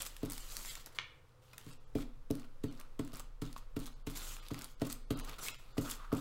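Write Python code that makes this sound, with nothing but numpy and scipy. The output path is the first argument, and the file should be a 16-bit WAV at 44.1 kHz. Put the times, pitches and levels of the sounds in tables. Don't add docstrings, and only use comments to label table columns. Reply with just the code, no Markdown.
import sys
import numpy as np
from scipy import signal
from scipy.fft import rfft, irfft, next_fast_len
from scipy.io import wavfile
from scipy.ndimage import uniform_filter1d, map_coordinates

SR = 44100
rng = np.random.default_rng(int(sys.argv[2]) if len(sys.argv) > 2 else 0)


def waveform_to_disk(signal):
    frames = np.transpose(np.atleast_2d(signal))
    scaled = np.clip(frames, -1, 1) * 32767
    samples = np.round(scaled).astype(np.int16)
    wavfile.write(sys.argv[1], SR, samples)


def makeup_ratio(level_db):
    decades = np.asarray(level_db, float) / 20
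    return 10 ** decades


N = 273682

# f/Hz, level/dB per Hz
AIR_SPECTRUM = [(21, -54), (35, -11), (78, 0), (103, -5), (123, 5), (167, -16), (389, -17), (503, -8.5),
                (602, -20.5), (1170, -18), (1330, -20.5), (1680, -24.5), (2400, -28.5), (3350, -30),
                (16000, -41.5)]
# f/Hz, t60/s
WALLS = [(200, 0.5), (2000, 0.48), (5000, 0.36), (12000, 0.17)]
# t/s, slow mode level/dB, fast mode level/dB
SWAY = [(0.0, -77, -53.5), (0.4, -49.5, -48), (0.79, -56, -52), (0.93, -58, -70), (1.47, -73, -71),
        (1.73, -50.5, -78), (2.0, -50, -45), (2.47, -45, -65), (3.14, -47, -51.5), (3.26, -54, -48),
        (3.848, -46, -50.5), (4.3, -70, -44.5), (4.65, -55, -55.5), (4.78, -50.5, -54.5),
        (5.23, -56, -40.5), (5.47, -52, -60.5), (6.11, -56, -45), (6.2, -58, -63)]
SWAY_HZ = [12, 26.4]
# f/Hz, level under the landing/dB, t60/s
JOLTS = [(28.8, -17.5, 0.34), (76, -17, 0.12)]
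# t/s, peak level/dB, hardness/dB, weight/dB, scuff level/dB
LANDINGS = [(0.2313, -27, -18.5, -18, -58.5), (1.665, -44.5, -30, -7, -65), (1.953, -24, -17.5, -18, -57.5),
            (2.3046, -24, -19, -17.5, -57.5), (2.6388, -26.3, -29, -15.5, -55.5),
            (2.9936, -27, -22.5, -17.5, -54.5), (3.132, -46.5, -11, -11, -65),
            (3.4198, -31.5, -26, -12.5, -54.5), (3.766, -28, -24, -16.5, -56),
            (4.071, -32, -22, -14.5, -53), (4.5135, -32.5, -24.5, -12, -57.5),
            (4.8174, -24.5, -12, -16, -54), (5.106, -24, -20.5, -16, -54), (5.7805, -24, -17, -14, -49.5),
            (6.127, -21.5, -17, -18.5, -53)]
EARLIER_LANDING = (-0.11, -42, -20, -56, -70)
# f/Hz, level/dB, t60/s, direction of first swing
DESK_MODES = [(95.9, -5, .055, -1), (124.4, -13.6, .26, 1), (158.9, -10.7, .15, 1), (237.4, -17.8, .39, 1),
              (254.1, -17, .45, -1), (272.4, -14.3, .27, 1), (285.3, -10.3, .34, 1), (302.7, -10.5, .14, 1),
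              (332.6, -9.6, .18, -1), (370.8, -18.3, .22, -1), (427.2, -6.5, .095, 1), (537, -31, .2, 1),
              (663, -15.6, .038, 1), (847, -23.5, .03, -1)]
# delay/s, level/dB
ECHOES = [(.003, -3.3), (.00833, 11.2), (.0144, -1.9), (.0155, 5.6), (.0271, 6.9), (.0487, -.5),
          (.0568, -3.6)]
# f/Hz, level/dB per Hz
BLOOM_SPECTRUM = [(250, -40), (360, -2), (480, 0), (700, -5), (950, -12), (1400, -45)]
# t/s, peak level/dB
FLAP = [
    (.9871, -19.3),
    (.9889, -28),
    (.9922, -40),
    (.9953, -30),
    (.9981, -31),
]
# f/Hz, width/Hz, level/dB
SHEET_MODES = [(430, 120, -8), (1070, 81, -12.5), (1400, 300, -3), (1870, 130, -3), (2300, 300, 4),
               (3000, 220, 4), (3400, 200, -2), (4040, 890, -8.5), (6000, 1300, -6)]
# t/s, peak
# level/dB, f/Hz, t60/s
TICKS_AND_RINGS = [(3.5635, -37, 1100, 0.023), (3.5635, -58, 1100, 0.017), (3.5635, -67, 930, 0.013),
                   (1.965, -57, 2370, .2), (1.534, -57, 2500, .06), (.996, -44, 1000, .03),
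                   (.6495, -46, 1100, .012), (.775, -50, 1200, .012), (5.7695, -39, 620, .014),
                   (5.7725, -41, 1200, .01), (5.326, -47, 1200, .015), (5.277, -48, 1250, .012)]
# t/s, peak level/dB, dull part level/dB, length/ms
CREASES = [(.02, -17.5, -12, 1.7), (.0605, -40, 0, 1.6), (0.065, -28, 4, 1.5), (0.166, -34, 2, 2.1),
           (0.2517, -34, -21, 2.4), (.258, -33.5, -7, 3.4), (0.3, -20, -25, 0.27), (.305, -31, -11, 1.1),
           (0.3202, -22, -15, 2.5), (.333, -24, -6, 1.4), (0.379, -27.5, -5, 2.8), (0.407, -37, -19, 2.2),
           (.5679, -18, -23, 0.75), (0.6497, -28, 1.5, .3), (0.7532, -29.5, 0, 3.1), (.861, -26, -15, 0.73),
           (1.533, -55.5, 18, 2.9), (1.5806, -26.5, -4.5, 1.7), (1.714, -40, 0, 1.2), (4.158, -32, -2, 2.7),
           (4.173, -24, -6, 0.78), (4.367, -44.5, 16, 0.79), (4.465, -55, 10, 1.4), (4.4846, -31, -12, 1.5),
           (4.5364, -34, -14, .6), (4.544, -37.5, 10.5, 1.2), (4.591, -30, -2.5, 1.2),
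           (4.6128, -43.5, 13, 1.2), (4.62, -28, -24, 2), (4.644, -23, -17, 1.1), (5.4842, -25, 6, 2.1)]
# t/s, peak level/dB, dull part level/dB, length/ms
PEELS = [(2.3532, -31, -5, 0.98), (2.3972, -42, -4, 4.5), (2.726, -42, -15, 1.2), (2.799, -32.5, -13, 2.4),
         (2.812, -41.5, 7, 1.7), (3.049, -37, -16, .9), (3.076, -40, -0.5, 2.9), (3.14, -29, -13, 0.6),
         (3.17, -31, -22, .7), (3.1965, -26.5, -15, 1.5), (3.203, -31, -20, 0.85), (3.529, -46, 9, 0.91),
         (3.792, -35, -19, 1.6), (3.8005, -33, -16.5, .9), (3.858, -33, -5, 0.88), (3.8639, -33, -17, 2.4),
         (3.8698, -34, -1, 0.5), (4.0994, -32, -3, 1.7), (4.869, -31, -20, 3.7), (4.901, -38, 5, .84),
         (4.9092, -30, -6, 1.1), (4.927, -19.5, -25, 1.3), (5.1746, -34, -12, .9), (5.1908, -25, -15, .44),
         (5.197, -31.5, -2, 4.3), (5.2479, -35, -1, 3.2), (5.295, -30.5, -2, 2.3), (5.8997, -20.5, -6, 1),
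         (5.9122, -18.5, -15, 1.4), (6.171, -35, -27.5, 1)]
# t/s, peak level/dB
FIBRE_TICKS = [(.052, -27), (.292, -44), (0.659, -44), (1.735, -57), (2.454, -53), (2.371, -48),
               (5.111, -28), (3.931, -50), (3.512, -52), (4.559, -50), (3.447, -51), (3.465, -49),
               (3.579, -35), (4.105, -35), (4.575, -49), (4.797, -53), (4.85, -47), (4.8927, -35),
               (4.924, -34), (5.122, -35), (5.16, -40), (5.324, -52), (5.5467, -49), (5.3935, -44),
               (5.442, -31), (5.4535, -30), (5.465, -29), (5.506, -32), (.526, -39), (4.319, -38),
               (4.18, -34)]
# t/s, peak level/dB, f/Hz
PICKS = [(0.0007, -46, 5000), (0.2894, -49, 4800), (0.3094, -34, 8600), (0.5366, -42, 7300),
         (0.659, -40, 3500), (0.7541, -38, 6100), (0.7743, -46, 4600), (0.9656, -57, 4200),
         (1.017, -40, 2900), (1.2935, -59, 3180), (1.32, -67, 4700), (1.5691, -58, 2700),
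         (1.7337, -43, 6300), (2.0284, -43.5, 2480), (2.3105, -33, 6600), (2.4313, -54, 2400),
         (2.6166, -68, 5900), (2.635, -52, 3600), (2.7755, -53, 4870), (3.121, -53, 4900),
         (3.1341, -43, 6900), (3.1492, -39.5, 4500), (3.157, -38, 7140), (3.4535, -43, 4300),
         (3.4636, -43, 5300), (3.529, -37.5, 5360), (3.5642, -43, 3700), (3.9419, -51, 6260),
         (4.0858, -47, 3700), (4.1135, -41, 6500), (4.45, -56, 4000), (4.4654, -44, 3800),
         (4.5795, -46, 3600), (4.6488, -40, 5300), (4.7987, -47, 3600), (4.8092, -46, 3200),
         (4.8193, -35.5, 4970), (4.8329, -46, 5200), (4.8532, -37, 6700), (4.8927, -51, 4500),
         (4.898, -42, 6400), (4.901, -34, 6700), (4.9216, -33, 7300), (5.1586, -46, 3400),
         (5.276, -43, 3400), (5.325, -48, 2700), (5.3418, -43, 2500), (5.5452, -38, 2760),
         (5.7901, -36, 4600), (6.1373, -39, 3900), (6.1508, -39, 6300), (6.2037, -38, 7200),
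         (2.752, -54, 4000), (2.794, -52, 1500), (2.712, -53, 3500), (1.713, -47, 5200), (1.728, -48, 9200),
         (4.849, -42, 9000), (1.7, -52, 6000), (6.169, -38, 8500)]
# middle t/s, half length/s, f/Hz, level/dB
SQUEAKS = [(5.868, 0.019, 1400, -53.5), (5.888, 0.01, 1150, -50.5), (6.026, 0.042, 1190, -53),
           (6.098, .03, 1250, -63), (5.472, 0.0091, 2230, -46), (5.487, 0.006, 2600, -46)]
# f/Hz, level/dB per Hz
TISSUE_SPECTRUM = [(2350, -35), (4000, -5.5), (7440, 3.5), (9660, -3), (11800, -0.5), (14900, -5),
                   (16000, -2)]
SHEET_SPECTRUM = [(1200, -16), (1800, -2), (2400, -1.5), (3300, 0), (4500, -2), (6500, -16)]
TIP_SPECTRUM = [(300, -4.5), (800, -7), (1150, 0), (1400, -1), (1650, -13.5), (2400, -70)]
HUM_SPECTRUM = [(50, -3), (120, 0.5), (270, -2), (450, -18), (700, -43)]
# start t/s, length/s, level/dB, brightness/dB
RUBS = [(0, 0.03, -50.5, 2.5), (0.053, 0.021, -56, 8.5), (0.216, 0.078, -65, -8),
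        (0.296, 0.044, -57.5, -0.5), (0.332, 0.19, -61, 3.5), (0.86, 0.013, -59, -2),
        (0.947, 0.023, -60.5, -1), (1.419, 0.16, -75, -2.5), (1.527, 0.018, -65, -6),
        (1.576, 0.041, -66.5, -3.5), (1.67, 0.066, -67, 0.5), (1.958, 0.066, -61, -1),
        (2.337, 0.085, -69, -5.5), (2.674, 0.15, -72.5, -4), (2.791, .02, -68, -13.5),
        (3.045, 0.079, -73.5, -3), (3.131, 0.076, -60.5, -4.5), (3.446, 0.1, -72, -1),
        (3.559, 0.025, -61.5, -1.5), (3.801, 0.047, -62.5, -0.5), (3.858, 0.022, -59, -1),
        (4.098, 0.16, -63.5, 1), (4.15, 0.034, -54, 3.5), (4.537, 0.12, -61, -6), (4.844, 0.035, -58.5, -4),
        (4.895, 0.037, -56, 1.5), (5.159, 0.18, -61, -6.5), (5.382, 0.012, -50.5, -3),
        (5.427, 0.035, -58.5, 0), (0.087, 0.13, -71, 4.5), (5.84, 0.034, -59, -9.5),
        (5.807, 0.076, -64, 10), (6.157, .06, -60.5, 2.5)]
# start t/s, length/s, level/dB, brightness/dB
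TOUCHES = [(3.414, 0.011, -58, 1.5), (3.759, 0.0099, -60, -5), (4.064, 0.0075, -55.5, 2),
           (4.504, 0.0068, -55, -5), (4.798, 0.004, -63, -8), (4.807, .01, -62, -3),
           (5.103, 0.012, -51, -4.5), (5.7675, 0.01, -54.5, -8), (6.1174, 0.0035, -54.5, -21),
           (0.76, 0.02, -59, -1), (2.437, 0.014, -70, -9), (3.447, 0.016, -71, 0), (5.525, .008, -61, -4),
           (5.276, 0.023, -56, -6), (.923, .009, -72, 6), (5.335, .035, -69, -3), (1.62, .04, -72, 2)]
# start t/s, length/s, level/dB, brightness/dB, stick drag/dB
SLIDES = [(0.487, 0.24, -59.5, 8, -1.5), (0.649, 0.051, -51, 1, -26), (0.772, 0.035, -61, 3, -15),
          (4.173, 0.17, -56.5, 4.5, -4), (4.34, .14, -64.5, -5.5, -0.5), (4.659, 0.049, -68.5, 3, -13),
          (5.402, 0.076, -53, 8, -5.5), (5.473, 0.019, -52.5, -12, -1.5), (5.515, 0.094, -78, 10, -11),
          (5.58, 0.21, -72, -5, 1.5), (5.874, 0.046, -51.5, 5, -1), (5.971, 0.17, -76.5, -7, 8.5)]
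SETTLE_S = np.array([.014, .03, .035])
# t/s, lines thin out above f/Hz, everything weakened above f/Hz
THINNED = [(.419, 2500, 14500), (.698, 600, 13500), (1.023, 5200, 9000), (1.719, 1500, 12000),
           (1.789, 1500, 6500), (1.859, 1500, 8500), (2.695, 1700, 8500), (3.948, 1700, 8700),
           (4.041, 1500, 4700), (4.413, 1500, 7500), (4.761, 1700, 8700), (5.063, 1500, 11500),
           (5.156, 1500, 5000), (5.226, 1300, 9200), (5.411, 3000, 13000), (5.527, 1000, 8000),
           (5.574, 300, 8000), (5.736, 2000, 7500)]


def unit(x):
    return x / np.sqrt(np.mean(x ** 2) + 1e-20)


def along(points, hz):
    f, v = np.transpose(points)
    return np.interp(np.log(hz + 1), np.log(f + 1), v)


def wobble(rate):
    knots = rng.standard_normal(int(N * rate / SR) + 4)
    return map_coordinates(knots, [np.arange(N) * rate / SR])


def filtered(x, response):
    m = next_fast_len(N + SR // 2)
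    return irfft(rfft(x, m) * response(np.fft.rfftfreq(m, 1 / SR)), m)[:N]


def resonance(f, hz, width):
    return 1j * f * width / (hz * hz - f * f + 1j * f * width)


def noise(spectrum):
    return unit(filtered(rng.standard_normal(N), lambda hz: makeup_ratio(along(spectrum, hz))))


def air():
    return makeup_ratio(-64.5 + .8 * wobble(3.1)) * noise(AIR_SPECTRUM)


def room(x):
    hz, t, z = signal.stft(rng.standard_normal(SR // 2), SR, nperseg=256)
    decay = makeup_ratio(-60 * t / along(WALLS, hz)[:, None])
    tail = signal.istft(z * decay, SR, nperseg=256)[1]
    delayed = np.pad(x, (200, 0))
    return signal.fftconvolve(delayed, tail / np.linalg.norm(tail))[:N]


def arm():
    out = np.zeros(N)
    s, *levels = np.transpose(SWAY)
    for hz, level in zip(SWAY_HZ, levels):
        db = np.interp(np.arange(N) / SR, s, level)
        phase = 2 * np.pi * np.cumsum(hz * (1 + 0.03066 * wobble(2.427))) / SR
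        out += makeup_ratio(db + 2.5) * np.sin(phase)
    return out


def jolts():
    rise_s = 0.012
    out, t = np.zeros(N + SR), np.arange(SR // 2) / SR
    rise = 1 - np.exp(-(t / rise_s) ** 2)
    shudder = rise * sum(makeup_ratio(db - 60 * t / t60) * np.sin(2 * np.pi * hz * t) for hz, db, t60 in JOLTS)
    for s, db, *_ in LANDINGS:
        out[round(s * SR):][:len(t)] += makeup_ratio(db) * shudder
    return out[:N]


def bloom():
    under_db, t60_s, hardness_share = -30, .45, .3
    s, db, hard_db, *_ = np.transpose(LANDINGS)[:, :, None]
    age = np.maximum(np.arange(N) / SR - s, 0)
    level_db = db + under_db + hardness_share * (hard_db + 20) - 60 * age / t60_s
    swell = (1 - np.exp(-age / .006)) * makeup_ratio(level_db)
    return swell.sum(axis=0) * noise(BLOOM_SPECTRUM)


def thump(u):
    hz, half_s = 292, .003
    return np.cos(2 * np.pi * hz * u) * np.exp(-(u / half_s) ** 2)


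def desk():
    thump_db, rise_s = -16.2, .002
    damp_s, damp_db_per_s = .17, 200
    out, t = np.zeros(N + 2 * SR), np.arange(SR // 3) / SR
    contact = t - .0033
    thumps = thump(contact) + sum(makeup_ratio(db) * thump(contact - delay) for delay, db in ECHOES)
    hz, level_db, t60, side = np.transpose(DESK_MODES)[:, :, None]
    rise = 1 - np.exp(-(t / rise_s) ** 2)
    decay_db = 60 * t / t60 + damp_db_per_s * np.maximum(t - damp_s, 0)
    modes = side * rise * makeup_ratio(level_db - decay_db) * np.cos(2 * np.pi * hz * contact)
    for s, db, hard_db, heavy_db, _ in [EARLIER_LANDING] + LANDINGS:
        tilt_db = (hard_db + 22.5) * (hz > 480) + (heavy_db + 17.5) * (hz < 190)
        ring = np.sum(makeup_ratio(tilt_db + rng.normal(0, .8, hz.shape)) * modes, axis=0)
        out[SR + round(s * SR):][:len(t)] -= makeup_ratio(db + 0.5) * (ring + makeup_ratio(thump_db) * thumps)
    return out[SR:N + SR]


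def tube():
    out = np.zeros(N)
    for s, db, hz, t60 in TICKS_AND_RINGS:
        age = np.maximum(np.arange(N) / SR - s, 0)
        out += makeup_ratio(db - 60 * age / t60) * np.sin(2 * np.pi * hz * age)
    return out


def flap_response(f):
    modes = sum(makeup_ratio(db) * resonance(f, hz, width) for hz, width, db in SHEET_MODES)
    limp = (5500 ** 2 / (5500 ** 2 - f * f + 1.5j * f * 5500)) ** 3
    small = 1j * f / (900 + 1j * f)
    return modes * limp * small


def flap():
    blows = np.zeros(N)
    for s, db in FLAP:
        blows[round(s * SR)] = -makeup_ratio(db)
    return makeup_ratio(21.5) * filtered(blows, flap_response)


def picks():
    decay_ms, width_over_pitch = 3, 0.44
    out, t, f = np.zeros(N + SR), np.arange(512) / SR, np.fft.rfftfreq(512, 1 / SR)
    decay = makeup_ratio(-60 * t / (.001 * decay_ms))
    for s, db, hz in PICKS:
        burst = decay * rng.standard_normal(len(t))
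        snap = irfft(rfft(burst) * resonance(f, hz, width_over_pitch * hz))
        out[round(s * SR):][:len(t)] += makeup_ratio(db + 1.0) * snap / np.abs(snap).max()
    return out[:N]


def crackles():
    snap_hz, snap_spread = 8300, .22
    out, t, f = np.zeros(N + SR), np.arange(1024) / SR, np.fft.rfftfreq(1024, 1 / SR)
    crushed = [(s - .001, scuff_db + 18, 3, 3.7) for s, *_, scuff_db in LANDINGS]
    ticks = [(s, db, -9.5, 0.95) for s, db in FIBRE_TICKS]
    for s, db, dull_db, ms in CREASES + PEELS + crushed + ticks:
        hz = snap_hz * np.exp(snap_spread * rng.standard_normal())
        decay = makeup_ratio(-60 * t / (0.0058 * abs(ms)))
        burst = rfft(decay * rng.standard_normal((2, len(t))))
        bright = irfft(burst[0] * resonance(f, hz, 1.45 * hz) ** 2)
        dull = irfft(burst[1] * resonance(f, 2180, 1900))
        snap = bright / np.abs(bright).max() + makeup_ratio(dull_db - 1.0) * dull / np.abs(dull).max()
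        out[round(s * SR):][:len(t)] += makeup_ratio(db - 6.0) * snap
    return out[:N]


def squeaks():
    width_hz = 106
    t, out = np.arange(N) / SR, np.zeros(N)
    for s, half_s, hz, db in SQUEAKS:
        song = unit(filtered(rng.standard_normal(N), lambda f: resonance(f, hz, width_hz)))
        out += makeup_ratio(db) * np.exp(-((t - s) / half_s) ** 4) * song
    return out * makeup_ratio(1.1 * wobble(82))


def fibres(spectrum, per_s, spread_db, smooth, clump_db, patchy_db):
    when, size = rng.random(N), rng.exponential(size=N)
    sign, hiss = rng.standard_normal(N), rng.standard_normal(N)
    slips = (when < per_s / SR) * makeup_ratio(np.minimum(spread_db * size, 14)) * sign
    smooth = np.clip(smooth, 0, 1)
    mix = np.sqrt(1 - smooth) * unit(slips) + np.sqrt(smooth) * hiss
    hz, _, z = signal.stft(mix, SR, nperseg=256)
    field = uniform_filter1d(rng.standard_normal(z.shape), size=3, axis=0)
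    field = uniform_filter1d(field, size=8, axis=1)
    colour = makeup_ratio(patchy_db * unit(field) + along(spectrum, hz)[:, None])
    mix = signal.istft(z * colour, nperseg=256)[1][:N]
    starts = (rng.random(N) < 90 / SR) * rng.random(N)
    catches = signal.lfilter([1], [1, -np.exp(-1 / (0.005 * SR))], starts)
    return unit(makeup_ratio(clump_db * unit(catches - catches.mean())) * mix)


def pressure(start, length, gains_db, rise_s, release_s):
    settle_db = -7.5
    t = np.arange(0, N, 32) / SR - start[:, None]
    after = np.maximum(t - length[:, None], 0)
    rise = (1 - np.exp(-np.maximum(t, 0) / rise_s)) ** 2
    release = np.exp(-after / release_s)
    power = []
    for db, slow_s in zip(gains_db, SETTLE_S):
        shape = rise * (release + makeup_ratio(2 * settle_db) * np.exp(-after / slow_s))
        power.append(makeup_ratio(2 * db) @ shape)
    return np.repeat(power, 32, axis=1)[:, :N]


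def strokes():
    lead_s, scuff_s, scuff_bright_db = 0.0034, 0.0077, -5
    drag_db, drag_dulls = -1.13, 0.76
    scuffs = [(s - lead_s, scuff_s, db, scuff_bright_db) for s, *_, db in LANDINGS]
    s, length, db, bright = np.transpose(RUBS + TOUCHES + scuffs)
    gains_db = [db + bright, db, db + drag_db - drag_dulls * bright]
    power = pressure(s, length, gains_db, rise_s=.002, release_s=0.0018)
    s, length, db, bright, drag = np.transpose(SLIDES)
    power = power + pressure(s, length, [db + bright, db, db + drag], rise_s=0.023, release_s=0.011)
    hiss, rustle, grip = np.sqrt(power)
    tissue = fibres(TISSUE_SPECTRUM, per_s=2500, spread_db=0, smooth=0.9, clump_db=1.2, patchy_db=2)
    sheet = fibres(SHEET_SPECTRUM, per_s=1200, spread_db=7, smooth=0.55, clump_db=1.2, patchy_db=2.3)
    tip = fibres(TIP_SPECTRUM, per_s=900, spread_db=1.5, smooth=0.83, clump_db=1.4, patchy_db=2.2)
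    tip = tip + makeup_ratio(-14.5) * noise(HUM_SPECTRUM)
    return hiss * makeup_ratio(0.6) * tissue + rustle * makeup_ratio(0.53) * sheet + grip * tip + squeaks()


def scene():
    snap, crack, tick, blow, rub = flap(), crackles() + picks(), tube(), desk(), strokes()
    sent = makeup_ratio(-8.5) * snap + makeup_ratio(-10) * crack + makeup_ratio(-13) * tick + makeup_ratio(-19) * blow + makeup_ratio(-12.5) * rub
    direct = snap + crack + tick + blow + rub
    return (direct + room(sent) + arm() + jolts() + air() + bloom())[None]


def thin_out(x):
    strong_ratio, strong_db, weak_db = 1.6, 4, -16
    hz, t, z = signal.stft(np.pad(x, (980, 0)), SR, "cosine", nperseg=2048)
    for s, low_hz, top_hz in THINNED:
        k = round((s * SR + 980) / 1024)
        size = np.abs(z[:, k])
        strong = (size > strong_ratio * uniform_filter1d(size, size=120)) & (hz < top_hz)
        z[:, k] *= makeup_ratio(np.where(hz < low_hz, 0, np.where(strong, strong_db, weak_db)))
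    return signal.istft(z, SR, "cosine", nperseg=2048)[1][980:][:N]


def top_cut(x):
    return signal.sosfilt(signal.butter(12, 16660, fs=SR, output="sos"), x)


def record(dry):
    limited = filtered(dry[0], lambda hz: makeup_ratio(-22 * (hz > 15800)))
    return top_cut(thin_out(limited)[None])


dry = scene()
out = record(dry)
waveform_to_disk(out)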